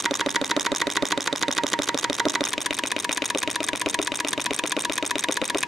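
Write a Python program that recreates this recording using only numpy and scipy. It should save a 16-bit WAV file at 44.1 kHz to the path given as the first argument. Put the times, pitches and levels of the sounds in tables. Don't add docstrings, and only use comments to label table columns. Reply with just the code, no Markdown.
import sys
import numpy as np
from scipy import signal
from scipy.fft import rfft, irfft
from scipy.io import wavfile
from scipy.ndimage import uniform_filter1d

SR = 44100
rng = np.random.default_rng(int(sys.argv[2]) if len(sys.argv) > 2 else 0)


def boost(x):
    u = np.asarray(x, float) / 20
    return 10 ** u


def inscribe(sig):
    pcm = np.round(np.clip(np.atleast_2d(sig).T, -1, 1) * 32767)
    wavfile.write(sys.argv[1], SR, pcm.astype(np.int16))


N = 250047
MOVE_S = 2.466


def place(s):
    return int(s > MOVE_S)


def ring(x, hz, t60_s):
    pole = np.exp(2j * np.pi * hz / SR - np.log(1000) / (t60_s * SR))
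    return signal.lfilter([1], [1, -pole], x).imag


def ring_all(x, modes):
    return sum(boost(db) * ring(x, hz, t60_s) for hz, t60_s, db in modes)


def add(track, s, wave):
    at = int(s * SR)
    wave = wave[max(-at, 0):N - at]
    start = max(at, 0)
    track[start:start + len(wave)] += wave


# t/s, snap level/dB, third beat level/dB, damping/dB per beat squared
POPS = [(0.1102, -21, -15.5, 10), (0.262, -21, -14, 6.5), (0.4145, -22, -17, 7), (0.5651, -18, -14, 3),
        (0.7185, -21, -14.5, 8), (0.8701, -20.5, -16, 9), (1.0238, -21.5, -11.5, 7), (1.1763, -21, -18, 13),
        (1.3279, -19.5, -15.5, 14), (1.4824, -19.5, -16, 8), (1.6357, -19.5, -13.5, 8.5),
        (1.7902, -20, -16.5, 4.4), (1.9448, -20.5, -14.5, 19), (2.0986, -19.5, -16.5, 7),
        (2.254, -20.5, -16, 1.2), (2.408, -20.5, -15.5, 4.5)] + [(2.5798, -20, -26, 5.6), (2.708, -17, -23.5, 7.7), (2.837, -17.5, -25.5, 9.7),
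                            (2.9646, -18.5, -28.5, 4.4), (3.0933, -18, -25.5, 6.7),
                            (3.2212, -17, -19.5, 11), (3.3486, -20, -17.5, 3.1), (3.4759, -19, -18.5, 5.5),
                            (3.6047, -21.5, -19, 4.7), (3.7323, -21, -20, 7.7), (3.861, -18, -16, 3.2),
                            (3.9899, -19.5, -15.5, 3.4), (4.1196, -20.5, -24.5, 7.7), (4.248, -20, -19, 11),
                            (4.378, -22.5, -17, 14), (4.508, -19.5, -16.5, 10), (4.638, -20, -20.5, 3),
                            (4.7666, -20.5, -16.5, 4), (4.8973, -21, -18.5, 7.7), (5.0264, -20, -17.5, 6),
                            (5.156, -19.5, -20, 4.6), (5.2863, -20, -15.5, 3.5),
                            (5.4163, -20.5, -16.5, 5.3), (5.547, -20.5, -16.5, 2.2)]
# beat/s, first beat level/dB, snap f/Hz, snap fade/s
POP = [
    (0.00359, -16.5, 3360, 0.00011),
    (0.003395, -20, 2760, 0.00033),
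]
SECOND_BEAT_DB = (-25, -22)
# f/Hz, t60/s, level/dB
PORT_MODES = [(260.2, 0.028, -2.5), (480, 0.012, -22.5), (541, 0.019, -6.5), (630, 0.0079, -24.5),
              (1120, 0.0033, -1.5)]
FLUTTER_RISE_DB = 5.5


def pops():
    snaps, puffs = np.zeros(N), np.zeros(N)
    t = np.arange(-60, 200) / SR
    puff = np.gradient(np.hanning(44))
    late_beat = np.arange(4)
    for (s, snap_db, third_db, damping_db), chance in zip(POPS, rng.standard_normal((len(POPS), 6))):
        beat_s, first_db, snap_hz, snap_fade_s = POP[place(s)]
        late_db = third_db + FLUTTER_RISE_DB * late_beat - damping_db * late_beat ** 2
        for k, db in enumerate([first_db, SECOND_BEAT_DB[place(s)], *late_db]):
            lag_s = beat_s * k * (1 - 0.018 * k)
            jitter_s = 0.00015 * chance[k] * (k > 0)
            add(puffs, s - .0007 + lag_s + jitter_s, boost(db) * puff)
        fade = np.exp(-np.abs(t) / np.where(t < 0, .00025, snap_fade_s))
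        add(snaps, s + t[0], boost(snap_db + 12.0) * fade * np.cos(2 * np.pi * snap_hz * t))
    return snaps + ring_all(puffs, PORT_MODES)


# knock f/Hz, knock fade/s, hum f/Hz, sag share, sag/s,
# swell level/dB, swell fade/s, hum level/dB, hum fade/s
PING = [
    (1782, 0.0016, 941, 0.33, 0.002, -10, 0.0036, -16, 0.042),
    (1777, 0.0022, 955, 0.24, 0.0028, 0.5, 0.0024, -21.5, 0.061),
]
# knock sag share, neighbour f/Hz, neighbour level/dB, fade/s, leak level/dB
BESIDE = [
    (0.75, 1040, -17, 0.0044, -28),
    (0.083, 760, -50, 0.049, -46),
]


def pings(seals):
    out = np.zeros(N)
    pop_s = np.append(np.array(POPS)[:, 0], N / SR)
    leak = ring(rng.standard_normal(N), hz=1920, t60_s=0.0051)
    leak /= np.std(leak)
    for (s, db), chance in zip(seals, rng.standard_normal((len(seals), 8))):
        knock_hz, knock_fade_s, hum_hz, sag, sag_s, *levels = PING[place(s)]
        swell_db, swell_fade_s, hum_db, hum_fade_s = levels
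        knock_sag, beside_hz, beside_db, beside_fade_s, leak_db = BESIDE[place(s)]
        t = np.arange(int((pop_s[pop_s > s][0] - s) * SR)) / SR
        hum_fade = np.exp(-t / hum_fade_s)

        knock_sweep_hz = knock_hz * (1 + knock_sag * (np.exp(-t / 0.0022) - .6))
        knock = np.sin(2 * np.pi * np.cumsum(knock_sweep_hz) / SR)
        knock *= np.clip(t / .0005, 0, 1) * np.exp(-t / knock_fade_s)

        beside = boost(beside_db) * np.exp(-t / beside_fade_s) * np.sin(2 * np.pi * beside_hz * t)
        beside += boost(leak_db) * hum_fade * leak[int(s * SR):][:len(t)]

        phase = 2 * np.pi * np.cumsum(hum_hz * (1 + sag * np.exp(-t / sag_s))) / SR
        waver = boost(2.2 * np.interp(t, np.linspace(0, t[-1], 8), chance))
        size = boost(swell_db) * np.exp(-t / swell_fade_s) + boost(hum_db) * waver * hum_fade
        sealed = np.clip(t / .0025, 0, 1) * np.clip((t[-1] - t) / .002, 0, 1)
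        add(out, s, boost(db) * (knock + sealed * (size * np.sin(phase) + beside)))
    return out


# whole turns made, t/s
CRANK = [
    [(-1, -.151), (0, .0003), (4, .6077), (8, 1.218), (12, 1.8321), (17, 2.6056)],
    [(-1, 2.3576), (0, 2.486), (6, 3.2553), (10, 3.7679), (14, 4.2839), (19, 4.9319), (25, 5.7127)],
]
# crank angle/turns, level/dB, drift/dB per turn, scatter/dB, scatter/s
TURN_NEAR = [
    (-.113, -43, -.25, 3, .0008),
    (-.0745, -22, -0.1, -1, .0002),
    (0, -25.5, 0, -2.45, 0.00022),
    (.05, -36, 0, 1.8, .0005),
    (0.148, -35.5, -0.15, -1.5, .0013),
    (.285, -24, -0.15, 0.1, 0.00036),
    (.353, -17, 0.02, -1, .0004),
    (.378, -9, -0.05, 0.1, .0004),
]
TURN_FAR = [
    (-.124, -38.5, 0.21, 7.1, 0.00076),
    (-.072, -26, 0.076, 0.94, .0002),
    (0, -23.5, 0, 2.7, 0.00016),
    (.04, -35.5, 0, 1.8, 0.00043),
    (.16, -45.5, 0.32, 1.3, 0.0042),
    (.281, -28, 0, 2, .0006),
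    (.355, -16, 0, 0.72, .0002),
    (.381, -12.5, 0.054, 0.48, .0004),
]


def turning():
    kinds = [[] for _ in TURN_NEAR]
    for second, (crank, turn) in enumerate(zip(CRANK, (TURN_NEAR, TURN_FAR))):
        made, at_s = np.transpose(crank)
        count = np.arange(made[-1] + 1)
        for kind, (angle, db, drift_db, scatter_db, scatter_s) in zip(kinds, turn):
            late, strong = rng.standard_normal((len(count), 2)).T
            s = np.interp(count + angle, made, at_s) + scatter_s * late
            level_db = db + drift_db * count + scatter_db * strong
            heard = (s > MOVE_S) & (s < N / SR) if second else (s > 0) & (s < MOVE_S)
            kind += list(zip(s[heard], level_db[heard]))
    return kinds


def blows(events, chatter_s):
    out, t = np.zeros(N), np.arange(600) / SR
    repeat = .85
    shape = np.exp(-t / chatter_s) * (1 - np.exp(-t / (0.41 * chatter_s))) ** 2
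    shape /= np.sqrt(np.sum(shape ** 2))
    habit = np.sign(rng.standard_normal(600))
    for (s, db, *_), grit in zip(events, rng.standard_normal((len(events), 600))):
        chatter = np.sqrt(repeat) * habit + np.sqrt(1 - repeat) * grit
        add(out, s - .0003, boost(db) * shape * chatter)
    return out


# lead/s, level/dB
SLIDE = [
    (.0075, -37.5),
    (.008, -39.5),
]
# lag/s, level/dB
BOUNCE = [
    [(.0035, -32), (.0065, -27)],
    [(.003, -8), (.0072, -15.5)],
]
# f/Hz, t60/s, level/dB first place, level/dB second place
FRAME_MODES = [(1164, 0.016, 8.5, 3), (1866, 0.0041, 7.5, -4.5), (2513, 0.009, -3, 5),
               (3120, 0.0043, 3.5, 0.5), (3743, 0.0052, 4.5, 2), (4730, 0.0029, -1.5, -4.5),
               (5710, 0.0022, 2.5, -1.5), (6560, 0.0076, 6, 3), (7690, 0.008, -3, -12),
               (8585, 0.0043, -1, 9.5), (9580, 0.0046, -3.5, -66), (11520, 0.01, -10, -2)]
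# chatter/s, level/dB into each frame mode
REACH = [
    (0.0014, -12.5, 19, 7, 17, -49, 2, -63, -73, -40, -65, -26, -36),
    (0.00057, -18, -28, -6, -36, 3.5, -26, 12.5, -10, -26, -2.5, -36, -13),
    (0.0021, -7, -3, -24, -83, 3.5, -41, 8.5, 4.5, -30, -2, -46, -9),
    (0.0021, -7, -33, -61, -5, 14, -40, 13, 8.5, 13.5, 6, -31, -26),
    (0.00057, -38, -17, 7.5, -26, 6.5, -20, -2, 6.5, -15, 17, 8, -25),
         (0.0066, -3, -43, -1, -6, 12.5, 17, 15.5, -2, 11.5, -21, 18, -30),
    (0.00094, -13, 2, 2, 0, 3, 2, -30, -63, -33, -64, -41, -40),
    (0.0011, -53, -11.5, -13, -16.5, -1, -33, 5, -5, -29, -3, -21, -13.5),
    (0.0015, -19.5, -1.5, -4, -8.5, -6, -4.5, -24, -49, -48, -48, -46, -17),
    (0.001, -41, 2.5, -8, -14, 2, 3, -3.5, -31, -8, -69, -94, -52),
]


def frame(second, hits):
    slide = []
    for s, _ in hits[5]:
        lead_s, slide_db = SLIDE[place(s)]
        slide.append((s - lead_s, slide_db))
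    clack = list(hits[6])
    for s, db in hits[6]:
        clack += [(s + lag_s, db + less_db) for lag_s, less_db in BOUNCE[place(s)]]
    kinds = *hits[:5], slide, hits[5], clack, hits[7], POPS
    reach = np.array(REACH)
    bursts = [blows(events, chatter_s) for events, chatter_s in zip(kinds, reach[:, 0])]
    drive = boost(reach[:, 1:]).T @ bursts
    middle, side = np.zeros(N), np.zeros(N)
    for k, (x, (hz, t60_s, first_db, second_db)) in enumerate(zip(drive, FRAME_MODES)):
        rung = ring(x * boost(np.where(second, second_db, first_db)), hz, t60_s)
        middle += rung
        late = np.roll(rung, round(SR / hz / 4))
        side += (-1) ** k * late * boost(-19.0 + 1.56 * hz / 1000)
    no_bass = signal.butter(2, 750, "highpass", fs=SR, output="sos")
    return signal.sosfilt(no_bass, [middle, side])


# f/Hz, t60/s, level/dB
BASE_MODES = [(226, 0.037, -12.5), (317, 0.077, -8.5), (489, 0.029, -7), (670, .015, -17)]
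THUD_DB = (-8, -16.5)


def thuds(clacks):
    push = np.zeros(N)
    for s, db in clacks:
        add(push, s, boost(db + THUD_DB[place(s)]) * np.hanning(int(0.0025 * SR)))
    return ring_all(np.diff(push, prepend=0), BASE_MODES)


# f/Hz, t60/s, level/dB
BENCH_MODES = [(296, 0.45, -38.5), (400, 0.058, -8), (520, 0.14, -33.5), (1950, 0.021, -27.5)]


def bench(engine):
    return ring_all(np.diff(engine, prepend=0), BENCH_MODES)


# f/Hz, t60/s, level/dB
ROOM_BANDS = [(223, 1, -14.5), (835, 1, -13.5), (2200, 0.033, 0), (4630, 0.089, -37), (9200, 0.02, 2)]


def room(x):
    t, tail = np.arange(int(.35 * SR)) / SR, 0
    for hz, t60_s, db in ROOM_BANDS:
        band = signal.butter(2, [hz / 1.7, hz * 1.7], "bandpass", fs=SR, output="sos")
        fading = signal.sosfilt(band, rng.standard_normal((2, len(t)))) * boost(-60 * t / t60_s)
        tail = tail + boost(db) * fading / np.sqrt(np.sum(fading ** 2) * SR / (4 * hz))
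    return signal.fftconvolve(x[None], tail * np.clip(t / 0.012, 0, 1), axes=1)[:, :N]


def coloured(points):
    hz, db = np.transpose(points)
    bins_hz = np.arange(N // 2 + 1) * SR / N + 1
    gain = boost(np.interp(np.log(bins_hz), np.log(hz), db))
    x = irfft(rfft(rng.standard_normal(N)) * gain, N)
    return x / np.std(x)


# f/Hz, level/dB per Hz
HISS = [(24, -58), (40, 6.5), (156, 2.5), (291, 11.5), (765, -3), (956, 6.5), (1420, -11.5), (1690, 1.5),
        (4340, -9.5), (6620, -12.5), (15000, -31)]


def burner_hiss(across):
    return boost(-41.5) * (coloured(HISS) + 0.21 * coloured(HISS) * across)


def mains_hum():
    return boost(-57.5) * np.sin(2 * np.pi * 124.4 * np.arange(N) / SR)


# f/Hz, level/dB per Hz
RUMBLE = [(15, -30), (25, -3), (70, -1.5), (170, -20), (400, -33.5)]


def rumble(exhaust, across):
    shake, shake_s = 1, 0.022
    jolt = uniform_filter1d(np.abs(exhaust), int(shake_s * SR))
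    shaken = (1 + shake * jolt / np.mean(jolt)) / (1 + shake)
    return boost(-49) * shaken * (across * coloured(RUMBLE) + .14 * coloured(RUMBLE))


PAN_DB = (-2.3, 1.8)


def scene():
    second = np.arange(N) > MOVE_S * SR
    across = np.array([[1], [-1]])
    hits = turning()
    brass, uneven = frame(second, hits)
    exhaust, sealed = pops(), pings(hits[7])
    uneven = uneven + boost(-9) * np.gradient(exhaust + sealed)
    engine = brass + sealed + exhaust + thuds(hits[5] + hits[6])
    engine = engine + bench(engine)
    pan_db = np.where(second, PAN_DB[1], PAN_DB[0])
    background = burner_hiss(across) + mains_hum()
    air = engine * boost(across * pan_db / 2) + across * uneven + room(engine) + background
    mic_low = signal.butter(3, 98, "highpass", fs=SR, output="sos")
    return signal.sosfilt(mic_low, air) + rumble(exhaust, across)


def band_limit(x):
    return signal.sosfilt(signal.butter(12, 16640, fs=SR, output="sos"), x)


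def record(dry):
    squash = 2.0
    rounded = np.tanh(squash * dry) / squash
    dull = signal.sosfilt(signal.butter(2, 10360, fs=SR, output="sos"), rounded)
    mix = signal.sosfilt(signal.ellip(8, .2, 60, 15900, fs=SR, output="sos"), dull)
    return band_limit(mix)


dry = scene()
out = record(dry)
inscribe(out)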